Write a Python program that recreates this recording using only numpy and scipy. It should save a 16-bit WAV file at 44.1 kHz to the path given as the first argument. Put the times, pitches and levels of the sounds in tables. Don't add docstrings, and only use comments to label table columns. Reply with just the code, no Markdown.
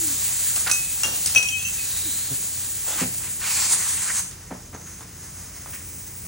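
import sys
import numpy as np
from scipy import signal
from scipy.fft import rfft, irfft
from scipy.io import wavfile

SR = 44100
rng = np.random.default_rng(int(sys.argv[2]) if len(sys.argv) > 2 else 0)


def int16_out(signal):
    q = np.round(np.clip(np.atleast_2d(signal).T, -1, 1) * 32767)
    wavfile.write(sys.argv[1], SR, q.astype(np.int16))


N = 276507
T = np.arange(N) / SR
FREQS = np.maximum(np.arange(N // 2 + 1) * SR / N, 1)

# time in seconds, level in dB before JET_GAIN_DB.
HOSE_LEVEL = [(0.0, -27.5), (0.53, -28.5), (0.78, -30.5), (1.27, -29.5), (1.44, -36), (1.72, -32),
              (1.92, -29.5), (2.02, -31), (2.19, -31), (3.4, -34.5)]
# frequency in Hz, relative gain in dB.
JET_SPECTRUM = [(200, -33), (600, -20), (1400, -18.5), (1750, -14.5), (3500, -13), (4400, -10.3),
                (5100, -10.5), (5500, -11.5), (6300, -5.5), (7100, -2.3), (7700, -3), (9000, -2.2),
                (10100, .3), (11500, -2.7), (15500, -2.7)]
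BLAST_SPECTRUM = [(400, -38), (1500, -23), (3500, -16), (4400, -11), (5000, -11), (5900, -8.5), (6200, -3),
                  (7200, -1.5), (8700, 0), (10200, -1), (11500, -4.5), (15500, -8.5)]
RIM_SPECTRUM = [(300, -19.5), (700, -8.5), (950, -2), (1500, -1.5), (2100, -3), (2700, -3), (3600, -7),
                (4500, -6.5), (8000, -18.5)]
FILL_SPECTRUM = [(200, -21), (1000, -9), (2000, -7), (2700, -11), (3500, -17), (4500, -12), (5200, -3.5),
                 (5700, -7), (6400, 1), (7000, -4), (8000, -6), (9800, -2), (11000, -3.5), (15500, -7.5)]
LEAK_SPECTRUM = [(1500, -20), (2200, -12.5), (3300, -19), (4600, -15), (6000, -6), (7400, -4.5),
                 (9800, 2.5), (12500, -11), (15500, 3)]
# peak time in seconds, half length in seconds,
# hiss in dB, air striking the rim in dB.
SPURT_EVENTS = [(2.9, 0.027, -27.5, -35.5), (2.965, .04, -38, -40), (3.008, 0.028, -25.5, -33),
                (3.245, 0.035, -42, -39.5), (3.468, 0.04, -33, -32), (3.55, .05, -29, -36),
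                (3.64, 0.045, -22, -33), (3.728, 0.022, -17.5, -37), (3.812, 0.026, -45, -36),
                (3.893, 0.0065, -26, -50), (3.925, .018, -42, -40), (4.018, .012, -40, -39),
                (4.08, 0.022, -36, -35.5), (4.183, 0.018, -26, -36.5)]
# peak time in seconds,
# half length in seconds, level in dB.
SEAL_SONGS = [(4.19, .025, -32.5), (4.24, 0.056, -38.5), (4.755, 0.017, -44), (4.878, 0.081, -44)]
STEEL_MODES = { "hook": [(2544, 0, .13), (2610, -12, .07), (3090, -15, .08), (3200, -18, .12),
               (5840, 0, .11), (6170, 0, .06), (7047, -15, .09), (7850, -17, .15), (9200, -20, .12),
               (9900, -11, .19), (10400, -13, .12)], "hook flat": [(2538, 0, .29), (3100, -17, .3),
               (5812, -12, .3)], "hook edge": [(2546, 0, .36), (2650, -22, .7), (3098, -15, .35),
               (6170, -2.5, .2), (9830, -26, .3)], "second hook": [(2652, -5.5, .5), (2765, -11, .2),
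               (3100, -15, .35), (6174, 1, .29), (6230, -9, .25)], "second hook edge": [(2650, -4, .5),
               (2820, -1, .04), (3270, -3, .08), (5835, -9, .4), (6290, -1, .3)],
               "hook tip": [(2543, -6, .5), (2650, -17, .3), (5846, 1, .14), (6207, -1, .14),
               (7246, -6, .07), (8055, -9, .22), (9100, -5, .07), (10540, 6, .13)],
               "ratchet": [(2768, 2, .17), (2776, -16, .65), (3270, -11, .11), (5745, 1, .1),
               (5765, -11, .5), (5850, -4, .12), (6230, -7, .13), (6930, -2, .13), (9588, 0, .13)],
               "ratchet lever": [(2250, -4, .025), (2700, -4, .03), (5050, 2, .07), (5250, -2, .04),
               (6750, 0, .03), (8900, 0, .035)], "ratchet frame": [(1180, -3, .05), (1450, 2, .05),
               (1680, -2, .04), (2650, 1, .035), (4400, -9, .03)], "buckle": [(2782, 7, 0.032),
               (3230, 0.5, 0.044), (5000, -11, 0.085), (5760, 3.5, 0.041), (7750, -13, 0.032),
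               (9900, -4, 0.1)], "chuck": [(1250, -2, .014), (1880, 1, 0.016), (2700, -3, .012),
               (3550, 0, .014), (4350, -2, .012)]}
FLOOR_CONTACT = {"hook": (0.00093, 0.0017), "hook flat": (.003, 0.021), "hook edge": (.003, 0.03),
                 "second hook": (.003, 0.0046), "second hook edge": (0.0037, .004),
                 "hook tip": (0.0045, 0.0012), "ratchet": (0.0012, 0.0022),
                 "ratchet lever": (0.003, 0.0025), "ratchet frame": (0.0046, 0.0028),
                 "buckle": (0.01, 0.0012), "chuck": (0.0038, 0.0024)}
# start in seconds, part struck, ring gain in dB, contact tick gain in dB.
CLINK_EVENTS = [(.561, "buckle", -35, -20.5), (.672, "ratchet frame", -23, -26),
                (.697, "ratchet frame", -30, -19), (.699, "hook tip", -30, -40),
                (0.7134, "hook tip", -21, -10), (0.734, "hook tip", -29, -22),
                (1.034, "ratchet", -22.5, -7), (1.044, "buckle", -29, -29),
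                (1.260, "ratchet lever", -31, -11), (1.273, "ratchet lever", -28, -19),
                (1.349, "hook", -21, -7), (1.359, "hook", -12.5, -23), (1.374, "buckle", -25, -19),
                (1.381, "hook", -21, -28), (1.402, "hook flat", -22, -55), (1.427, "buckle", -35, -20.5),
                (1.448, "hook flat", -20, -50), (1.486, "buckle", -26, -31),
                (1.506, "hook edge", -15.5, -50), (1.592, "second hook edge", -30, -34),
                (1.646, "second hook", -23.5, -42), (1.775, "hook flat", -32, -55),
                (4.311, "chuck", -40, -35), (4.746, "chuck", -45, -40), (5.007, "chuck", -44, -40)]
# frequency in Hz, relative gain in dB.
TICK_SPECTRUM = [(300, -11), (900, -7.5), (2000, -8.5), (5500, 7.0), (9500, 7.5), (11000, 7.5), (15000, -10)]
# start in seconds, gain in dB,
# centre in Hz, decay in seconds.
RATTLE_EVENTS = [(.67, -26.5, 2600, .009), (.695, -28.5, 3300, 0.0088), (1.266, -31.5, 4200, .04),
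                 (1.353, -35, 4500, 0.036), (4.312, -41.5, 3000, .012)]
# start in seconds, gain in dB,
# centre in Hz, decay in seconds.
KNOCK_EVENTS = [(.564, -38.5, 900, 0.042), (.668, -36.5, 750, 0.033), (1.033, -32, 1150, 0.036),
                (1.048, -37, 400, 0.073), (1.262, -40.5, 1540, 0.059), (1.351, -35.5, 1300, 0.064),
                (1.358, -36.5, 400, 0.039), (3.012, -31, 293, 0.028), (4.506, -35.5, 507, 0.026),
                (4.729, -39, 750, 0.013), (4.745, -39.5, 620, 0.026), (5.006, -43.5, 900, 0.025),
                (5.659, -41.5, 880, 0.023)]
# start in seconds, gain in dB, centre in Hz, decay in seconds.
SCUFF_EVENTS = [(.66, -28, 1360, 0.019), (.688, -32.5, 1490, 0.014), (2.87, -39.5, 630, 0.071),
                (2.94, -41, 198, 0.04), (4.86, -46.5, 1930, 0.029), (5.725, -42, 1930, 0.044)]
# start in seconds, gain in dB, pitch in Hz, t60 at that pitch in seconds.
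THUD_EVENTS = [(1.265, -34, 112, 0.19), (1.354, -36, 107, 0.14), (3.014, -20, 244.4, 0.1),
               (3.038, -32, 165, 0.21), (4.509, -27, 259, 0.085), (4.516, -34, 113, 0.065),
               (4.741, -28.5, 202, 0.064)]
# multiple of its pitch, relative level in dB.
THUD_PARTIALS = [(.72, -1), (1, 1), (1.45, -1.5), (2.1, -4)]
# start in seconds, length in seconds, start pitch in Hz, end pitch in Hz,
# gain in dB, fall per overtone in dB.
SQUEAK_EVENTS = [(-.03, 0.2, 370, 236, -36.5, 26), (2.044, 0.07, 362, 245, -37.5, 35),
                 (2.292, 0.064, 137.9, 130, -33.5, 5.5)]
# frequency in Hz, mean level in dB.
HUM_TONES = [(87, -49), (119.5, -54), (174, -57.5), (247, -75)]
# frequency in Hz, relative gain in dB.
RUMBLE_SPECTRUM = [(22, -20), (33, -56), (42, -0.5), (65, -1.5), (95, -5.5), (135, -3.5), (200, -7.5),
                   (300, -11.5), (420, -15.5), (700, -22), (1300, -23.5), (2500, -27)]
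# frequency in Hz, lead of the left in radians.
PORT_LEAD = [(100, 0), (750, .3), (1600, 0), (4700, .25), (5400, -.1), (7400, 0), (8200, -1.3),
             (10200, -2.35), (11000, -3.12), (13600, -3.16), (15500, -4.8)]
# frequency in Hz, share in dB.
DIFFUSE_SHARE = [(80, -28), (250, -21), (700, -6), (1800, -19), (2500, -5), (2900, -3), (3900, -10),
                 (4700, -5), (5600, -13), (7200, -14), (9000, -9), (11000, -25), (13600, -25), (15500, -9)]

JET_GAIN_DB, JET_FADE_S = 6.5, (3.5, 3.75)
NOTE_HZ, NOTE_DB, NOTE_FADE_S = 7200, -38.5, (0.46, 1.0)
CUP_S, CUP_HZ, CUP_DB = (1.73, 2.38), 4190, -41
PRESS_S, PRESS_RISE_S, SEAT_S, SEAT_FALL_DB_PER_S = 3.415, 0.1, 4.178, 145
GAP_DB, RIM_DB = -24.3, -39.5
NARROWING_S, EDGE_WIDE_HZ, EDGE_NARROW_HZ, EDGE_DB, EDGE_WIDTH_HZ = (3.6, 3.74), 7600, 8900, -9.5, 600
EDGE_GROWTH = 0.69
ROAR_HZ, ROAR_WIDTH_HZ, ROAR_DB, ROAR_FADE_S = 4890, 1200, -10, (3.63, 3.82)
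STEM_HZ, STEM_JUMP_S, STEM_WIDTH_HZ, STEM_DB = (7260, 8830), 3.8, 110, -12
POCKET_S, POCKET_HZ, POCKET_DB, POCKET_WIDTH_HZ = (3.58, 3.8), (2548, 1785), -5, 410
GURGLE_PER_S, GURGLE_DB, POCKET_WANDER = 20, 3, .06
SEAL_HZ, SEAL_WIDTH_HZ = 6380, 380
FILL_DB, FILL_WANDER_DB = -43.5, 2
SEEP_S, SEEP_DB = (4.1, 5.5), -42.5
LEAK_S, LEAK_RISE_S, LEAK_DB, LEAK_FALL_DB_PER_S = 5.64, 0.093, -32, 8
TUMBLE_PER_S, TUMBLE_DB, TUMBLE_RADIANS = 24, 2.3, .5
SHARP_SHARE, SETTLE_S = .007, .012
RATTLE_OCTAVES, RATTLE_RISE_S = 1, 0.0044
KNOCK_OCTAVES, KNOCK_RISE_S = 1.19, 0.0012
SCUFF_OCTAVES, SCUFF_RISE_S = 0.6, 0.0087
REVERB_T60_S, REVERB_DB = 0.38, -8
TOP_HZ = 15850


def undb(db):
    return 10 ** (np.asarray(db) / 20)


def unit(x):
    return x / np.sqrt(np.mean(x ** 2))


def curve(rows):
    return np.interp(T, *np.transpose(rows))


def across(points):
    hz, value = np.transpose(points)
    return np.interp(np.log(FREQS), np.log(hz), value)


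def noise(gain):
    spectrum = rng.standard_normal(2 * len(FREQS)).view(complex)
    return unit(irfft(spectrum * gain, N))


def walk(rate, size=N):
    points = rng.standard_normal(4096)
    place = 2 * rate * T[:size] + rng.random()
    k = place.astype(int)
    turn = np.pi / 2 * (place - k)
    return points[k % len(points)] * np.cos(turn) + points[(k + 1) % len(points)] * np.sin(turn)


def ramp(start, end):
    return np.clip((T - start) / max(end - start, .001), 0, 1)


def turbulence(colour, flutter_db, patchy_db):
    air, shape = 0, undb(across(colour))
    bands = np.log2(1 + FREQS / 500) * 2
    for k in range(11):
        gain = shape * np.sqrt(np.clip(1 - abs(bands - k), 0, 1))
        flicker = undb(patchy_db * walk(7.3))
        air = air + noise(gain) * np.linalg.norm(gain) * flicker
    return unit(air) * undb(flutter_db * walk(27))


def whistle(hz, width_hz):
    phase = 2 * np.pi * np.cumsum(hz * np.ones(N)) / SR
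    band = 1 / (1 + (FREQS / width_hz) ** 2)
    return noise(band) * np.cos(phase) + noise(band) * np.sin(phase)


def open_hose():
    flow = undb(curve(HOSE_LEVEL) + JET_GAIN_DB) * (1 - ramp(*JET_FADE_S))
    jet = turbulence(JET_SPECTRUM, flutter_db=0.81, patchy_db=1.0) * flow
    note = whistle(NOTE_HZ, width_hz=120) * undb(NOTE_DB) * (1 - ramp(*NOTE_FADE_S))
    cup_swell = undb(CUP_DB) * np.sin(np.pi * ramp(*CUP_S))
    cup = whistle(CUP_HZ * (1 + .03 * walk(3.5)), width_hz=230) * cup_swell
    return jet + note + cup


def escaping(steady_db, column):
    fall_db = SEAT_FALL_DB_PER_S * np.maximum(T - SEAT_S, 0)
    held = ramp(PRESS_S, PRESS_S + PRESS_RISE_S) * undb(steady_db - fall_db)
    spurt_power = 0
    for row in SPURT_EVENTS:
        peak, half = row[:2]
        spurt_power = spurt_power + undb(row[column]) ** 2 * np.exp(-((T - peak) / half) ** 2)
    return np.sqrt(held ** 2 + spurt_power)


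def gap_blast(through_gap):
    hiss = turbulence(BLAST_SPECTRUM, flutter_db=1.0, patchy_db=1.5)
    narrow = ramp(*NARROWING_S)
    edge_hz = EDGE_WIDE_HZ + (EDGE_NARROW_HZ - EDGE_WIDE_HZ) * narrow
    edge_gain = undb(EDGE_DB) * narrow * (through_gap / undb(GAP_DB)) ** EDGE_GROWTH
    edge = whistle(edge_hz, EDGE_WIDTH_HZ) * edge_gain
    roar_gain = undb(ROAR_DB) * (T > PRESS_S) * (1 - ramp(*ROAR_FADE_S))
    roar = whistle(ROAR_HZ, ROAR_WIDTH_HZ) * roar_gain
    stem_hz = np.where(T < STEM_JUMP_S, *STEM_HZ) * (1 + 0.0062 * walk(8))
    stem = whistle(stem_hz, STEM_WIDTH_HZ) * undb(STEM_DB)
    return (hiss + edge + roar + stem) * through_gap


def gurgle(flow):
    hz = np.interp(T, POCKET_S, POCKET_HZ) * (1 + POCKET_WANDER * walk(GURGLE_PER_S))
    lumps = undb(POCKET_DB + GURGLE_DB * walk(GURGLE_PER_S))
    return whistle(hz, POCKET_WIDTH_HZ) * lumps * flow * (T > PRESS_S)


def seal():
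    swell = sum(undb(db) * np.exp(-((T - peak) / half) ** 2) for peak, half, db in SEAL_SONGS)
    return whistle(SEAL_HZ * (1 + .012 * walk(9)), SEAL_WIDTH_HZ) * swell


def tyre_fill():
    level = undb(FILL_DB + FILL_WANDER_DB * walk(2.537)) * ramp(SEAT_S, SEAT_S + 0.058)
    return turbulence(FILL_SPECTRUM, flutter_db=1.0, patchy_db=1.0) * level


def valve():
    through_gap = escaping(GAP_DB, column=2)
    onto_rim = escaping(RIM_DB, column=3)
    rim = turbulence(RIM_SPECTRUM, flutter_db=1.8, patchy_db=2.2) * onto_rim
    return gap_blast(through_gap) + rim + gurgle(onto_rim) + seal() + tyre_fill()


def leak():
    seep = undb(SEEP_DB) * ramp(*SEEP_S)
    fall_db = LEAK_FALL_DB_PER_S * np.maximum(T - LEAK_S, 0)
    burst = ramp(LEAK_S, LEAK_S + LEAK_RISE_S) * undb(LEAK_DB - fall_db)
    return turbulence(LEAK_SPECTRUM, flutter_db=1.5, patchy_db=1.0) * np.hypot(seep, burst)


def clinks():
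    out = np.zeros(N)
    tick = noise(undb(across(TICK_SPECTRUM)))
    age = T[:SR // 2]
    clock = age + SHARP_SHARE * SETTLE_S * (1 - np.exp(-age / SETTLE_S))
    for start, part, ring_db, tick_db in CLINK_EVENTS:
        tick_s, swell_s = FLOOR_CONTACT[part]
        first = int(start * SR)
        live = slice(first, first + SR // 2)
        ring = 0
        for hz, db, t60 in STEEL_MODES[part]:
            facing_db = TUMBLE_DB * walk(TUMBLE_PER_S, size=len(age))
            wobble = TUMBLE_RADIANS * walk(TUMBLE_PER_S, size=len(age))
            phase = 2 * np.pi * (hz * clock + rng.random()) + wobble
            ring = ring + undb(db + facing_db - 60 * age / t60) * np.sin(phase)
        out[live] += undb(ring_db) * ring * np.minimum(age / swell_s, 1)
        out[live] += undb(tick_db) * tick[live] * np.exp(-age / tick_s)
    return out


def knocks(rows, octaves, rise_s, grit_db):
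    out = np.zeros(N)
    grit = undb(grit_db * walk(310))
    for start, db, hz, decay_s in rows:
        body = noise(np.exp(-.5 * (np.log2(FREQS / hz) / octaves) ** 2))
        decay = np.exp(-np.maximum(T - start - rise_s, 0) / decay_s)
        out += undb(db) * body * ramp(start, start + rise_s) * decay
    return out * grit


def thuds():
    out = np.zeros(N)
    for start, db, hz, t60 in THUD_EVENTS:
        age = np.maximum(T - start, 0)
        ring = 0
        for ratio, mode_db in THUD_PARTIALS:
            fade = undb(mode_db - 60 * age * ratio / t60)
            ring = ring + fade * np.sin(2 * np.pi * hz * ratio * age)
        out += undb(db) * ring * ramp(start, start + 0.0078)
    return out


def squeaks():
    out = np.zeros(N)
    waver, grip = 1 + .02 * walk(60), undb(1.8 * walk(50))
    for start, length, from_hz, to_hz, db, fall_db in SQUEAK_EVENTS:
        along = ramp(start, start + length)
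        hz = (from_hz + (to_hz - from_hz) * along) * waver
        phase = 2 * np.pi * np.cumsum(hz) / SR
        tone = sum(undb(-fall_db * k) * np.sin((k + 1) * phase) for k in range(5))
        out += undb(db) * tone * np.sin(np.pi * along) * grip
    return out


def reverberate(x):
    tail = rng.standard_normal(N) * undb(-60 * T / REVERB_T60_S) * ramp(0.0016, 0.021)
    return signal.fftconvolve(x, tail[:SR] / np.linalg.norm(tail))[:N]


def shed():
    hum = 0
    for hz, db in HUM_TONES:
        level = undb(db + 2 * walk(7.2)) * np.sqrt(2)
        hum = hum + level * np.sin(2 * np.pi * hz * T + .5 * walk(5.4))
    rumble = undb(-45) * noise(undb(across(RUMBLE_SPECTRUM)))
    return hum + rumble


def scene():
    steel = clinks()
    rattles = knocks(RATTLE_EVENTS, RATTLE_OCTAVES, RATTLE_RISE_S, grit_db=4)
    floor_knocks = knocks(KNOCK_EVENTS, KNOCK_OCTAVES, KNOCK_RISE_S, grit_db=3.0)
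    scuffs = knocks(SCUFF_EVENTS, SCUFF_OCTAVES, SCUFF_RISE_S, grit_db=3.0)
    contacts = steel + rattles + floor_knocks + scuffs + thuds() + squeaks()
    air = open_hose() + valve() + leak()
    sound = air + contacts + undb(REVERB_DB) * reverberate(contacts) + shed()
    share = undb(across(DIFFUSE_SHARE))
    askew = np.real(signal.hilbert(steel) * np.exp(1j * (1.33 + 0.61 * walk(12))))
    side = rfft(reverberate(sound) + undb(2) * askew)
    sign = np.array([[1], [-1]])
    ports = (rfft(sound) + sign * share * side) / np.sqrt(1 + share ** 2)
    return irfft(ports * np.exp(.5j * sign * across(PORT_LEAD)), N)


def record(dry):
    low_pass = signal.ellip(10, .2, 70, TOP_HZ, fs=SR, output="sos")
    return signal.sosfilt(low_pass, dry)


dry = scene()
out = record(dry)
int16_out(out)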